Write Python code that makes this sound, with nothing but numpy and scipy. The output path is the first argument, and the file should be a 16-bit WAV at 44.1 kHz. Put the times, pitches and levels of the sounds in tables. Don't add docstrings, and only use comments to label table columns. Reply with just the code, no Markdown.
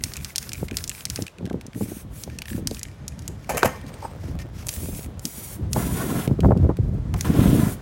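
import sys
import numpy as np
from scipy import signal
from scipy.fft import rfft, irfft, next_fast_len
from scipy.io import wavfile
from scipy.ndimage import map_coordinates

SR = 44100
rng = np.random.default_rng(int(sys.argv[2]) if len(sys.argv) > 2 else 0)


def persist_wave(psi):
    counts = np.round(np.clip(psi, -1, 1) * 32767).astype(np.int16)
    wavfile.write(sys.argv[1], SR, np.atleast_2d(counts).T)


N = 344421


# start_s [s], end_s [s], hiss_db [dB],
# swell_db over the press [dB], splash_db on the canvas before its trim [dB],
# first_lag_ms and last_lag_ms of the canvas reflection before dip and jitter [ms]
BURSTS = [(0.027, 0.19, -43.5, -8, -44.5, 0.51, 0.3), (0.214, 0.33, -44, -3, -41.5, 0.29, 0.32),
          (0.408, 0.506, -43, -9, -41.5, 0.28, 0.22), (0.546, 0.666, -44.5, -1, -43, 0.33, 0.34),
          (0.744, 0.866, -42.5, -6, -43.5, 0.36, 0.19), (0.917, 1.037, -42, 0, -41, 0.3, 0.33),
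          (1.105, 1.251, -43, -5, -40, 0.27, 0.35), (1.766, 2.022, -41.5, -3.5, -48, 0.51, 0.37),
          (2.135, 2.246, -41, 1, -51, 0.42, 0.3), (2.486, 2.594, -40.5, -8, -44, 0.29, 0.36),
          (2.728, 2.79, -40, -5, -42, 0.37, 0.25), (4.675, 5.053, -37, -3.5, -72, 1.15, 0.76),
          (5.235, 5.565, -36.5, 0, -92, 0.95, 0.96), (5.738, 6.259, -34, -3.5, -60, 0.93, 1),
          (7.175, 7.365, -41.5, -1, -38, 1.7, 0.7), (7.362, 7.742, -35.5, 2, -55, 0.44, 0.92)]
JET_COLOUR = [(880, -37), (1500, -11), (2510, -3), (2860, -5), (4780, -5.5), (6120, -1.5), (6690, -1),
              (7540, -1), (8920, 2), (10700, 4), (12700, 1), (15100, -2), (16000, 5)]
SPLASH_COLOUR = [(600, 1), (1500, 13), (2400, 10), (3200, 2), (5500, 7), (7500, 1), (10000, -22),
                 (16000, -14)]
# start_s [s], end_s [s]
FLAMES = [(5.753, 6.272), (7.237, 7.747)]
# time_s [s], roar_db [dB], tearing_db [dB], billow_db [dB]
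BURNS = [(5.745, -80, -67, -83), (5.758, -33.5, -47, -37), (5.8, -35.5, -50, -28.5),
         (5.92, -40, -50.5, -32), (5.98, -35.5, -44.5, -30.5), (6.07, -33, -51, -28),
         (6.19, -35.5, -46, -24), (6.258, -38, -47.5, -36), (6.3, -69, -83, -85), (7.232, -80, -87, -80),
         (7.248, -27, -40.5, -25), (7.29, -35.5, -51, -25.5), (7.345, -40, -48, -22), (7.41, -31, -39, -20),
         (7.53, -36.5, -42.5, -17), (7.62, -30, -46, -24), (7.7, -39.5, -60, -29), (7.76, -53, -62, -58),
         (7.81, -70, -73, -60)]
ROAR_COLOUR = [(150, -17), (400, 6), (900, 2.5), (1500, 0.5), (2200, -7.5), (3200, -16.5), (5000, -17.5),
               (9000, -15)]
TEARING_COLOUR = [(900, -12), (1500, -10.5), (3400, 1), (4800, -12.5), (9000, -26)]
# middle_s [s], peak_db [dB], width_s (Gaussian) [s], pitch_hz at the middle [Hz]
WHUMPS = [(5.776, -17.5, 0.012, 120), (6.532, -16, 0.0071, 95.2), (6.637, -10, 0.02, 88.4),
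          (6.802, -9.5, 0.0076, 105.2)]
# time_s [s], level_db [dB]
WIND_LEVEL = [(0, -33.5), (.13, -43), (.21, -36), (.3, -45.5), (.47, -46.5), (.56, -37), (.63, -31),
              (.76, -34.5), (.84, -39.5), (.9, -38.5), (.99, -46), (1.13, -36), (1.22, -36), (1.3, -56),
              (1.36, -52), (1.45, -40), (1.53, -37), (1.7, -47), (1.88, -46.5), (2.07, -36), (2.22, -41),
              (2.36, -33.5), (2.45, -40.5), (2.6, -31.5), (2.77, -43), (2.87, -39), (2.96, -48),
              (3.04, -34.5), (3.1, -42), (3.25, -37), (3.9, -38.5), (4.25, -33.5), (4.7, -35),
              (5.05, -33.5), (5.33, -44.5), (5.39, -43), (5.5, -36.5), (5.8, -21.5), (6.08, -38),
              (6.28, -35), (6.35, -33), (6.44, -20.5), (6.64, -18), (6.76, -31), (6.84, -24.5),
              (6.95, -23.5), (7.2, -27), (7.42, -21), (7.68, -22), (7.81, -43.5)]
RUMBLE_COLOUR = [(20, -40), (35, -8), (50, -1.5), (75, 2), (130, -1.5), (200, -8.5), (400, -40), (900, -80)]
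EDDY_COLOUR = [(60, -16.5), (130, 1), (200, 1.5), (300, -4.5), (450, -14), (700, -23), (1200, -64),
               (2500, -55)]
# start_s [s], level_db [dB],
# bright_db tilting the upper colour [dB], length_s of the first 40 dB of decay [s]
GUSTS = [(0.062, -30, -46, 0.02), (0.627, -16.5, -15, 0.02), (0.702, -31, -7, .02),
         (0.717, -21, -31.5, 0.061), (1.187, -19.5, -17, 0.032), (1.217, -20.5, -29, 0.061),
         (1.407, -24.5, -23, 0.012), (1.425, -23.5, -20, 0.038), (1.442, -22.5, -29, .02),
         (1.452, -23, -31, 0.033), (1.471, -26, -20, .035), (1.509, -19, -15, 0.02),
         (1.519, -34, -15, .015), (1.541, -16, -19, 0.019), (1.555, -26, -22, .02), (1.568, -29, -42, .03),
         (1.653, -31, -15, 0.025), (1.681, -28, -39, 0.017), (1.757, -20.5, -31, 0.036),
         (1.774, -23, -28, 0.024), (1.809, -15, -15, 0.011), (1.818, -19, -31, .02),
         (1.832, -21.5, -43, .035), (1.855, -26, -27, 0.044), (1.883, -29, -42, 0.034),
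         (1.916, -21.5, -21, 0.027), (1.966, -29, -34, .03), (2.046, -30.5, -33, 0.033),
         (2.274, -27, -10, 0.041), (2.513, -25, -41, 0.057), (2.546, -18.5, -52, 0.041),
         (2.577, -21.5, -25, 0.08), (2.623, -25, -41, 0.12), (2.654, -23.5, -38, 0.14),
         (2.711, -22.5, -15, 0.024), (3.295, -21, -35, 0.023), (3.845, -33, -35, 0.024),
         (3.655, -19, -61, 0.16), (4.12, -32, -40, 0.048), (4.238, -25, -33, 0.06), (4.281, -29, -26, .04),
         (4.448, -31, -21, 0.06), (4.83, -24, -28, 0.055), (4.989, -27.5, -13, 0.024),
         (5.084, -28, -29, 0.034), (5.378, -30, -38, 0.025), (5.593, -28, -28, .03),
         (5.711, -24, -58, 0.022), (4.884, -25, -18, 0.072), (5.06, -29, -36, .04),
         (5.248, -24, -36, 0.095), (5.747, -29, -8, .015), (5.761, -10, -0.5, 0.043),
         (5.779, -17, -29, 0.045), (5.867, -18.5, -37, 0.035), (6.123, -16, -25, .02),
         (6.165, -21, -19, 0.037), (6.274, -11.5, -23, 0.015), (6.296, -26, -5, 0.028),
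         (6.31, -7.5, -26.5, 0.015), (6.389, -13, -22, 0.015), (6.432, -17, 6, 0.022),
         (6.444, -8, 5.5, 0.027), (6.455, -4, -17, 0.02), (6.486, -10, -24, 0.023), (6.506, -10, 5, 0.024),
         (6.517, -7, -3, 0.022), (6.531, -16, -30, 0.017), (6.551, -19, -17, 0.02),
         (6.563, -10, -24.5, 0.045), (6.596, -20.5, -18, 0.022), (6.626, -18, -20, 0.045),
         (6.642, -11.5, -21, 0.052), (6.664, -18, -20, 0.034), (6.690, -9, -9, 0.027),
         (6.697, -16, 4, 0.035), (6.711, -21, -13, .018), (6.786, -18, -28.5, 0.025),
         (6.98, -26.5, -19, 0.018), (7.141, -22, 44, 0.039), (7.153, -20, -60, 0.023),
         (7.248, -20, -41, .05), (7.298, -9, -42, 0.027), (7.35, -13, -23, .025), (7.413, -9, -46, 0.039),
         (7.387, -5.5, -50, 0.0094), (7.455, -7.5, -51, 0.021), (7.526, -5.5, -44, 0.023),
         (7.54, -11, -23, 0.014), (7.591, -9.5, -35, 0.051), (7.629, -9, -52, 0.04),
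         (7.667, -14.5, -48, 0.028)]
# start_s [s], level_db [dB], brightness_hz [Hz]
CLICKS = [(0.0374, -10, 5460), (0.136, -22.5, 5240), (0.167, -21.5, 8750), (0.2459, -18.5, 5200),
          (0.3584, -12, 5740), (0.381, -11, 6130), (0.427, -26, 7070), (0.492, -23, 4960),
          (0.5181, -27, 1970), (0.532, -18.5, 7800), (0.6828, -32, 1930), (0.7109, -35, 2190),
          (0.769, -11.5, 5060), (0.7846, -26, 4370), (0.84, -18.5, 6000), (0.8768, -22, 7600),
          (0.8938, -14.5, 9200), (1.007, -31, 2370), (1.053, -14, 5400), (1.1, -16, 5700),
          (1.159, -17.5, 5230), (1.2217, -21.5, 6700), (1.2658, -28.5, 2340), (1.278, -39, 2620),
          (1.383, -53, 2760), (1.4543, -33.5, 2390), (1.497, -42.5, 1620), (1.529, -38.5, 1700),
          (1.6112, -32.5, 1630), (1.6655, -32, 6840), (2.236, -21.5, 5900), (2.3865, -24, 5800),
          (2.419, -23, 2470), (2.4554, -33, 1630), (2.482, -30.5, 2500), (2.672, -11.5, 5570),
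          (2.7105, -26.5, 3900), (2.746, -27, 4870), (2.793, -26.5, 7200), (2.8309, -18.5, 7300),
          (3.08, -20, 7100), (3.1913, -33.5, 5760), (3.221, -40, 6500), (3.278, -20, 8100),
          (3.813, -40, 2100), (3.865, -40.5, 4000), (3.9405, -36, 2280), (4.389, -33, 1830),
          (4.668, -21, 10400), (4.685, -17.5, 8550), (4.69, -22.5, 1950), (4.6901, -14.5, 6640),
          (4.738, -23.5, 10500), (5.194, -30, 8400), (5.253, -13.5, 6630), (5.7312, -12.5, 6700),
          (6.276, -26.5, 1780), (6.4046, -26, 2020), (6.574, -39, 2370), (6.7689, -34.5, 1720),
          (7.14, -24.5, 1500), (7.209, -15, 6400)]
CLICK_COLOUR = [(300, -38), (1200, -15.5), (2000, -6.5), (2700, -3.5), (3600, -1), (5600, 9.5), (7000, 6.5),
                (7800, 0.5), (9000, 4.5), (11500, -1.5), (16000, -1.5), (22000, -4)]
# start_s [s], level_db [dB], pitch_hz [Hz]
TAPS = [(.009, -34, 2050), (.057, -34, 2330), (.082, -35, 2430), (0.157, -25, 2430), (0.172, -25, 2650),
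        (.177, -34, 2510), (0.189, -34, 2400), (.202, -33, 2370), (.21, -32.5, 2390), (.304, -28.5, 2020),
        (0.352, -33, 2440), (0.428, -31, 2490), (.44, -31, 2450), (.494, -33, 2290), (.519, -35, 2530),
        (.533, -24, 2360), (.545, -28, 2470), (0.554, -28, 2320), (.579, -32.5, 2400), (.685, -24, 2150),
        (0.711, -21, 2430), (.743, -29, 2500), (.786, -27, 2430), (0.806, -29, 1590), (0.899, -25, 2800),
        (.915, -25, 2550), (.949, -27, 2360), (.98, -37, 2400), (1.008, -31, 2420), (1.069, -32, 2110),
        (1.175, -28, 2520), (1.267, -26, 2420), (1.28, -25, 2630), (1.384, -33, 2440), (1.463, -30, 1620),
        (1.475, -39, 1900), (1.499, -28.5, 1610), (1.732, -33, 2230), (1.748, -32, 1890),
        (2.299, -30.5, 1690), (2.388, -24, 2580), (2.419, -25, 2450), (2.456, -27, 1820),
        (2.482, -25, 1770), (2.502, -27, 1710), (2.531, -27.5, 1720), (2.562, -35, 1770),
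        (2.769, -28.5, 2520), (2.813, -31, 2020), (2.852, -28.5, 2250), (2.884, -33.5, 1910),
        (2.914, -40, 2230), (3.121, -37.5, 2450), (3.445, -35, 2240), (4.283, -41, 1920),
        (4.404, -43, 2200), (4.422, -40, 2290)]
TAP_COLOUR = [(600, -28), (1500, 6), (2500, 9.5), (3500, 3.5), (6000, -1.5), (9000, -3), (15000, -19)]
# start_s [s], push_db [dB], knock_db [dB], knock_hz [Hz],
# clank_db [dB], ring_db [dB], rise_s (time constant) [s], t60_s of the main decay [s]
KNOCKS = [(3.492, -34, -18, 636, -24, -39, 0.0018, 0.068), (3.504, -36, -26, 660, -32, -42, .002, .06),
          (3.515, -36, -24, 580, -32, -39, .002, .06), (3.533, -38, -29, 620, -39, -46, .002, .04),
          (3.544, -40, -19.5, 504, -46, -41, 0.004, 0.067), (3.556, -40, -36, 620, -36, -52, .0005, .02),
          (3.57, -39, -26, 543, -19.5, -35.5, 0.0012, 0.075),
          (3.623, -25, -23, 1500, -42, -56, .001, 0.022),
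          (3.6303, 6.5, -8.5, 810, -39, -35, 0.00043, 0.015),
          (3.6328, -12, -12, 484, -49, -50, 0.00043, 0.022),
          (3.645, -17, -18, 520, -24, -38, 0.0018, 0.043),
          (3.654, -17, -21, 644, -23, -36.5, 0.0011, 0.071), (4.28, -50, -50, 750, -59, -65, 0.00085, 0.03)]
PUSH_COLOUR = [(80, -20), (300, -7), (600, -1), (1000, 0), (1550, 1), (2100, -14), (4200, -21), (6000, -32),
               (14000, -38)]
THUD_COLOUR = [(100, -15), (300, 0), (520, 11.5), (700, 7.5), (900, -6.5), (1500, -18), (2100, -38),
               (4000, -18.5), (12000, -28)]
CLANK_COLOUR = [(400, -14), (1000, 7), (1600, 2), (2600, 6.5), (3500, -10.5), (5000, -6), (7200, 1),
                (8500, -5.5), (11000, -1), (16000, -8)]
# pitch_hz [Hz], level_db [dB], t60_s [s]
CAN_MODES = [(522, -3, .35), (593, -1, .12), (680, -1, .1), (1082, -7, .45), (1294, -6, .18),
             (1556, -6, .16), (1748, -6, .22), (1825, -9, .7), (1862, -11, .45), (2088, -13, .6),
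             (2326, -11, .6), (2520, -7, .18), (2896, -17, .45), (3111, -11, .3), (5047, -24, .6),
             (6375, -14, .32), (6560, -13, .32), (7400, -10, .17), (8344, -26, .7), (9054, -24, .5),
             (11110, -24, .45)]
# middle_s [s], level_db [dB], width_s (Gaussian) [s], wall_db against the rub [dB]
HANDLING = [(2.33, -54.5, 0.044, -5), (2.857, -64.5, 0.23, 4), (3.124, -64, 0.0057, -4),
            (3.248, -56.5, 0.049, -29), (3.45, -56.5, 0.049, -8), (3.735, -53, 0.06, -2),
            (3.887, -48, 0.0089, -3), (4.03, -53.5, 0.058, -11), (4.267, -50.5, 0.045, -14),
            (4.402, -45.5, 0.0056, -1.5), (4.421, -47.5, 0.0077, -2), (4.597, -46, 0.035, -25)]
RUB_COLOUR = [(800, 2), (2200, 7.5), (3800, 0.5), (5500, 5.5), (8300, -2.5), (12000, -3), (16000, -8)]
GRIT_COLOUR = [(200, -14), (500, 19.5), (1200, 5.5), (2500, -6), (6000, -15), (14000, -13)]
# middle_s [s], level_db [dB], width_s (Gaussian) [s]
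SCRAPES = [(3.753, -40.5, .012), (4.031, -37, .006), (4.052, -30, 0.0056), (4.067, -49, 0.018)]
SCRAPE_COLOUR = [(250, -13), (480, -1), (720, -7), (900, 3), (1100, -2), (1500, -19), (2300, -27),
                 (3500, -40), (10000, -40)]
# middle_s [s], level_db [dB], width_s (Gaussian) [s]
DRAGS = [(3.875, -59, .012), (3.941, -51, 0.0086), (4.047, -48.5, 0.016), (4.113, -59, 0.013)]
# pitch_hz [Hz], level_db [dB], width_hz [Hz]
RIM_MODES = [(2320, 1, 50), (5000, 0, 40), (8170, -3, 50), (8260, 1, 45), (8470, -3, 99)]
# start_s [s], level_db [dB]
SPITS = [(4.728, -35), (4.763, -35), (4.787, -44), (4.803, -42), (4.836, -40), (4.856, -38), (4.948, -34),
         (4.97, -58), (4.984, -37), (4.993, -36), (5.029, -39), (5.044, -38), (5.06, -41), (5.452, -50)]
SPIT_COLOUR = [(900, -16), (2200, 5), (3500, -2), (5200, -5), (7500, 0), (15000, -14)]
# time_s [s], level_db [dB]
STREET_LEVEL = [(0, -54.5), (1.3, -53.5), (2.9, -54), (3.9, -47.5), (4.5, -53), (5.6, -49.5), (6.9, -50.5),
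                (7.8, -48)]
STREET_COLOUR = [(100, -6), (400, 13), (1000, 6), (1700, 1), (2500, -5.5), (4000, -9.5), (7000, -13.5),
                 (11000, -21.5), (16000, -51)]

DIP_MS = 0.098
GROUND_LATER_MS = 0.13
CANVAS_SHARE, GROUND_SHARE = 0.36, 0.23
FLAME_SCATTER = 0.1
SPUTTER_DB = 4.5
EDDY_DB, EDDY_GROWS = -8, 0.9
STIR_DB, STIR_S, STIR_LATE_S = -16.5, 0.015, 0.0059
SWAY_DB = -3
WALL_T60_S, TICK_DB, TICK_T60_S = 0.013, 2.5, 0.0082
REBOUND_DB, REBOUND_S = -16.5, 0.015
THUD_HZ = 520
RING_FLUTTER_DB = 4
SHIFT_START_S, SHIFT_END_S, GRIT_DB = 3.68, 5.25, -52.5
SPIT_T60_S = 0.022
HOLLOW_MS, HOLLOW_SHARE = 2.95, 0.5
WHUMP_SAG_PER_S = 3
TOP_HZ = 15950


def amp(db):
    return 10 ** (np.asarray(db) / 20)


def unit(x):
    return x / np.sqrt(np.mean(x ** 2) + 1e-20)


def curves(rows):
    s, *cols = np.transpose(rows)
    return [np.interp(np.arange(N) / SR, s, c) for c in cols]


def gate(start, end, fade):
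    t = np.arange(N) / SR
    return np.clip(np.minimum(t - start, end - t) / fade, 0, 1)


def progress(start, end):
    return np.clip((np.arange(N) / SR - start) / (end - start), 0, 1)


def arch(start, end):
    p = progress(start, end)
    return 4 * p * (1 - p)


def bump(middle, width):
    return np.exp(-0.5 * ((np.arange(N) / SR - middle) / width) ** 2)


def wobble(rate):
    knots = rng.standard_normal(int(N * rate / SR) + 4)
    return map_coordinates(knots, [np.arange(N) * rate / SR])


def delayed(x, lag_ms, order):
    return map_coordinates(x, [np.arange(N) - lag_ms * SR / 1000], order=order)


def gains(points, size):
    f, db = np.transpose(points)
    return amp(np.interp(np.log(np.fft.rfftfreq(size, 1 / SR) + 1), np.log(f), db))


def noise(points, size=N):
    m = next_fast_len(size, True)
    return unit(irfft(rfft(rng.standard_normal(m)) * gains(points, m), m)[:size])


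def resonant_noise(response, m):
    return unit(irfft(rfft(rng.standard_normal(m)) * response, m)[:N])


def pulse(points, size=1024):
    cepstrum = irfft(np.log(gains(points, size)))
    cepstrum[1:size // 2] *= 2
    cepstrum[size // 2 + 1:] = 0
    h = irfft(np.exp(rfft(cepstrum)))
    return h / np.linalg.norm(h)


def spatter(rate, spread_db):
    hits = rng.random(N) < rate / SR
    sizes = amp(spread_db * np.minimum(rng.exponential(size=N), 4))
    return unit(hits * rng.standard_normal(N) * sizes)


def grains(rate, spread_db, colour):
    return signal.fftconvolve(spatter(rate, spread_db), pulse(colour))[:N]


def add(out, s, x):
    i = max(round(s * SR), 0)
    out[i:i + len(x)] += x[:max(N - i, 0)]


def wind():
    t, (wind_db,) = np.arange(N) / SR, curves(WIND_LEVEL)
    unrest_db = 2.9 * wobble(18)
    stirred = np.zeros(N)
    for s, db, *_ in GUSTS:
        distance = (t - s - STIR_LATE_S) / STIR_S
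        stirred += amp(db + STIR_DB) ** 2 * np.exp(-np.minimum(distance ** 2, 20))
    sway = np.sqrt(amp(wind_db) ** 2 + amp(SWAY_DB) ** 2 * stirred)
    rumble = sway * unit(noise(RUMBLE_COLOUR) * amp(unrest_db))
    mean_db = wind_db.mean()
    steady = amp(mean_db + EDDY_DB + EDDY_GROWS * (wind_db - mean_db))
    lumps = amp(unrest_db + 2.6 * wobble(70))
    eddies = np.sqrt(steady ** 2 + stirred) * unit(noise(EDDY_COLOUR) * lumps)
    return rumble + eddies


def street():
    unrest_db = 1.2 * wobble(22)
    return amp(curves(STREET_LEVEL)[0] + unrest_db) * noise(STREET_COLOUR)


def reflected(x):
    lag_points, swoop = [], np.zeros(N)
    for start, end, *_, first_ms, last_ms in BURSTS:
        lag_points += [(start, first_ms), (end, last_ms)]
        swoop += arch(start, end)
    turbulence_ms = 0.008 * wobble(150) + 0.008 * wobble(25)
    lag_ms = curves(lag_points)[0] - DIP_MS * swoop + turbulence_ms
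    clear = 1 - FLAME_SCATTER * sum(gate(start, end, fade=0.19) for start, end, *_ in FLAMES)
    canvas = CANVAS_SHARE * delayed(x, lag_ms, order=3)
    ground = GROUND_SHARE * delayed(x, lag_ms + GROUND_LATER_MS, order=3)
    return (x + clear * (canvas + ground)) / np.hypot(1, clear * np.hypot(CANVAS_SHARE, GROUND_SHARE))


def spray():
    t, flow, splash = np.arange(N) / SR, np.zeros(N), np.zeros(N)
    for start, end, hiss_db, swell_db, splash_db, *_ in BURSTS:
        opening, closing = 1 + np.tanh((t - start) / 0.023), 1 + np.tanh((end - t) / 0.018)
        valve = opening * closing / 4
        flow += valve * amp(hiss_db + swell_db * (progress(start, end) - 0.5))
        splash += valve * amp(splash_db)
    jet = flow * noise(JET_COLOUR) * amp(1.7 * wobble(45))
    drops = grains(rate=710, spread_db=4.0, colour=SPLASH_COLOUR)
    sputter = amp(-10.5 + SPUTTER_DB * wobble(120))
    mist = splash * (noise(SPLASH_COLOUR) + amp(-7) * drops) * sputter
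    return reflected(jet) + mist


def rattle():
    out, t = np.zeros(N), np.arange(SR // 25) / SR
    for s, db, hz in TAPS:
        pause, pitch = rng.standard_normal(size=2)
        rebound_at = s + REBOUND_S * np.exp(0.4 * pause)
        rebound = (rebound_at, db + REBOUND_DB, hz * np.exp(0.05 * pitch))
        for at, tap_db, wall_hz in [(s, db, hz), rebound]:
            wall = np.sin(2 * np.pi * wall_hz * t) * amp(-60 * t / WALL_T60_S)
            tick = noise(TAP_COLOUR, size=len(t)) * amp(TICK_DB - 60 * t / TICK_T60_S)
            add(out, at, amp(tap_db) * (wall + tick) * (1 - np.exp(-t / 0.0011)))
    return out


def clicks():
    out, t = np.zeros(N), np.arange(SR // 16) / SR
    for s, db, brightness_hz in CLICKS:
        shift = (brightness_hz / 6200) ** 0.7
        colour = [(hz * shift, level + rng.normal(0, 1.5)) for hz, level in CLICK_COLOUR]
        crack = np.fft.fftshift(irfft(1j * gains(colour, size=128))) * np.hanning(128)
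        wake = rng.standard_normal(len(t)) * (amp(-60 * t / 0.022) + amp(-27 - 60 * t / 0.08))
        flatter = [(hz, 0.69 * level) for hz, level in colour]
        ring = signal.fftconvolve(wake, pulse(flatter))
        add(out, s - 0.0005, amp(db + 14.3) * crack / np.linalg.norm(crack))
        add(out, s + 0.0012, amp(db + 12) * ring / np.linalg.norm(ring))
    return signal.sosfilt(signal.butter(2, 12000, fs=SR, output="sos"), out)


def gusts():
    out, t = np.zeros(N), np.arange(SR // 8) / SR
    for s, db, bright_db, length in GUSTS:
        colour = [(30, -35.0), (110, -6.0), (230, -2.5), (420, bright_db / 2 + 2.5), (850, bright_db - 5.5),
                  (1500, bright_db - 21.5), (2800, bright_db - 46.0), (8000, -78)]
        dying = amp(-40 * t / length) + amp(-32.0 - 60 * t / 0.13)
        wake = noise(colour, size=len(t)) * dying * (1 - np.exp(-t / 0.0028))
        push = pulse(colour, size=4096)
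        add(out, s, amp(db - 3.5) * wake / np.abs(wake).max())
        add(out, s + 0.003, -amp(db - 1) * push / np.abs(push).max())
    return out


def handling():
    m = next_fast_len(N, True)
    f = np.fft.rfftfreq(m, 1 / SR)
    modes = sum(amp(db) * life ** 2 * hz / (f - hz + 20j) for hz, db, life in CAN_MODES)
    ring = resonant_noise(modes * gains(RUB_COLOUR, m), m)
    rub = noise(RUB_COLOUR) * amp(2.4 * wobble(160))
    return sum(amp(db) * bump(s, width) * (rub + amp(wall_db) * ring) for s, db, width, wall_db in HANDLING)


def can_ring(t):
    drift = np.cumsum(rng.standard_normal((len(CAN_MODES), len(t))), axis=1) * 0.048
    flutter = RING_FLUTTER_DB * signal.resample(rng.standard_normal((len(CAN_MODES), 64)), len(t), axis=1)
    ring = np.zeros(len(t))
    for (hz, db, t60), phase, flutter_db in zip(CAN_MODES, drift, flutter):
        ring += amp(db + flutter_db - 60 * t / t60) * np.sin(2 * np.pi * hz * t + phase)
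    return ring


def knocks():
    out, t = np.zeros(N), np.arange(SR * 3 // 4) / SR
    push = pulse(PUSH_COLOUR)
    for s, push_db, knock_db, knock_hz, clank_db, ring_db, rise, t60 in KNOCKS:
        thud_colour = [(hz * knock_hz / THUD_HZ, db) for hz, db in THUD_COLOUR]
        thud = amp(knock_db) * noise(thud_colour, size=len(t))
        clank = amp(clank_db) * noise(CLANK_COLOUR, size=len(t))
        roughness = unit(amp(2.5 * wobble(250)[:len(t)]))
        dying = amp(-60 * t / t60) + amp(-16.0 - 60 * t / 0.19)
        contact = (thud + clank) * roughness * dying
        add(out, s, (contact + amp(ring_db) * can_ring(t)) * (1 - np.exp(-t / rise)))
        add(out, s + 0.00115, amp(push_db) * push / np.abs(push).max())
    return out


def grit():
    crunch = grains(rate=130, spread_db=2.0, colour=GRIT_COLOUR)
    return amp(GRIT_DB) * gate(SHIFT_START_S, SHIFT_END_S, fade=0.062) * crunch


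def scrapes():
    return noise(SCRAPE_COLOUR) * sum(amp(db) * bump(s, width) for s, db, width in SCRAPES)


def drags():
    m = next_fast_len(N, True)
    f = np.fft.rfftfreq(m, 1 / SR)
    modes = sum(amp(db) / (1 + 2j * (f - hz) / width) for hz, db, width in RIM_MODES)
    return resonant_noise(modes, m) * sum(amp(db) * bump(s, width) for s, db, width in DRAGS)


def spits():
    out, t = np.zeros(N), np.arange(SR // 25) / SR
    for s, db in SPITS:
        envelope = amp(db - 60 * t / SPIT_T60_S) * (1 - np.exp(-t / 0.00053))
        add(out, s, envelope * noise(SPIT_COLOUR, size=len(t)))
    return out


def flame():
    roar_db, tearing_db, billow_db = curves(BURNS)
    roar = noise(ROAR_COLOUR) * amp(1.7 * wobble(70) + 1.3 * wobble(20))
    lag_ms = HOLLOW_MS * np.exp(0.07 * wobble(9))
    roar = roar + HOLLOW_SHARE * delayed(roar, lag_ms, order=1)
    crackle = grains(rate=710, spread_db=2.5, colour=TEARING_COLOUR)
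    tearing = noise(TEARING_COLOUR) * amp(2 * wobble(110)) + amp(-2) * crackle
    billows = noise(EDDY_COLOUR) * amp(2.5 * wobble(60))
    return amp(roar_db) * unit(roar) + amp(tearing_db) * unit(tearing) + amp(billow_db) * unit(billows)


def whumps():
    t, out = np.arange(N) / SR, np.zeros(N)
    for s, db, width, hz in WHUMPS:
        sag = -WHUMP_SAG_PER_S * np.clip(t - s, -0.1, 0.1)
        pitch = hz * np.exp(sag + 0.1 * wobble(60))
        out += amp(db) * bump(s, width) * np.sin(2 * np.pi * np.cumsum(pitch) / SR)
    return out


def surroundings(x, t60):
    t = np.arange(SR // 2) / SR
    tail = rng.standard_normal(len(t)) * amp(-60 * t / t60) * (1 - np.exp(-t / 0.02))
    return signal.fftconvolve(x, tail / np.linalg.norm(tail))[:N]


def scene():
    can = spray() + rattle() + clicks() + spits() + flame()
    pavement = handling() + knocks() + grit() + scrapes() + drags()
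    work = can + pavement
    answer = amp(-18.5) * surroundings(work, t60=0.3)
    return (work + answer + wind() + street() + gusts() + whumps())[None]


def record(dry):
    lean = signal.sosfilt(signal.butter(4, 36, "high", fs=SR, output="sos"), dry)
    held = lean / (1 + (lean / 0.78) ** 6) ** (1 / 6)
    m = next_fast_len(N + SR // 4)
    in_band = np.fft.rfftfreq(m, 1 / SR) < TOP_HZ
    return irfft(rfft(held, m) * in_band, m)[..., :N]


dry = scene()
out = record(dry)
persist_wave(out)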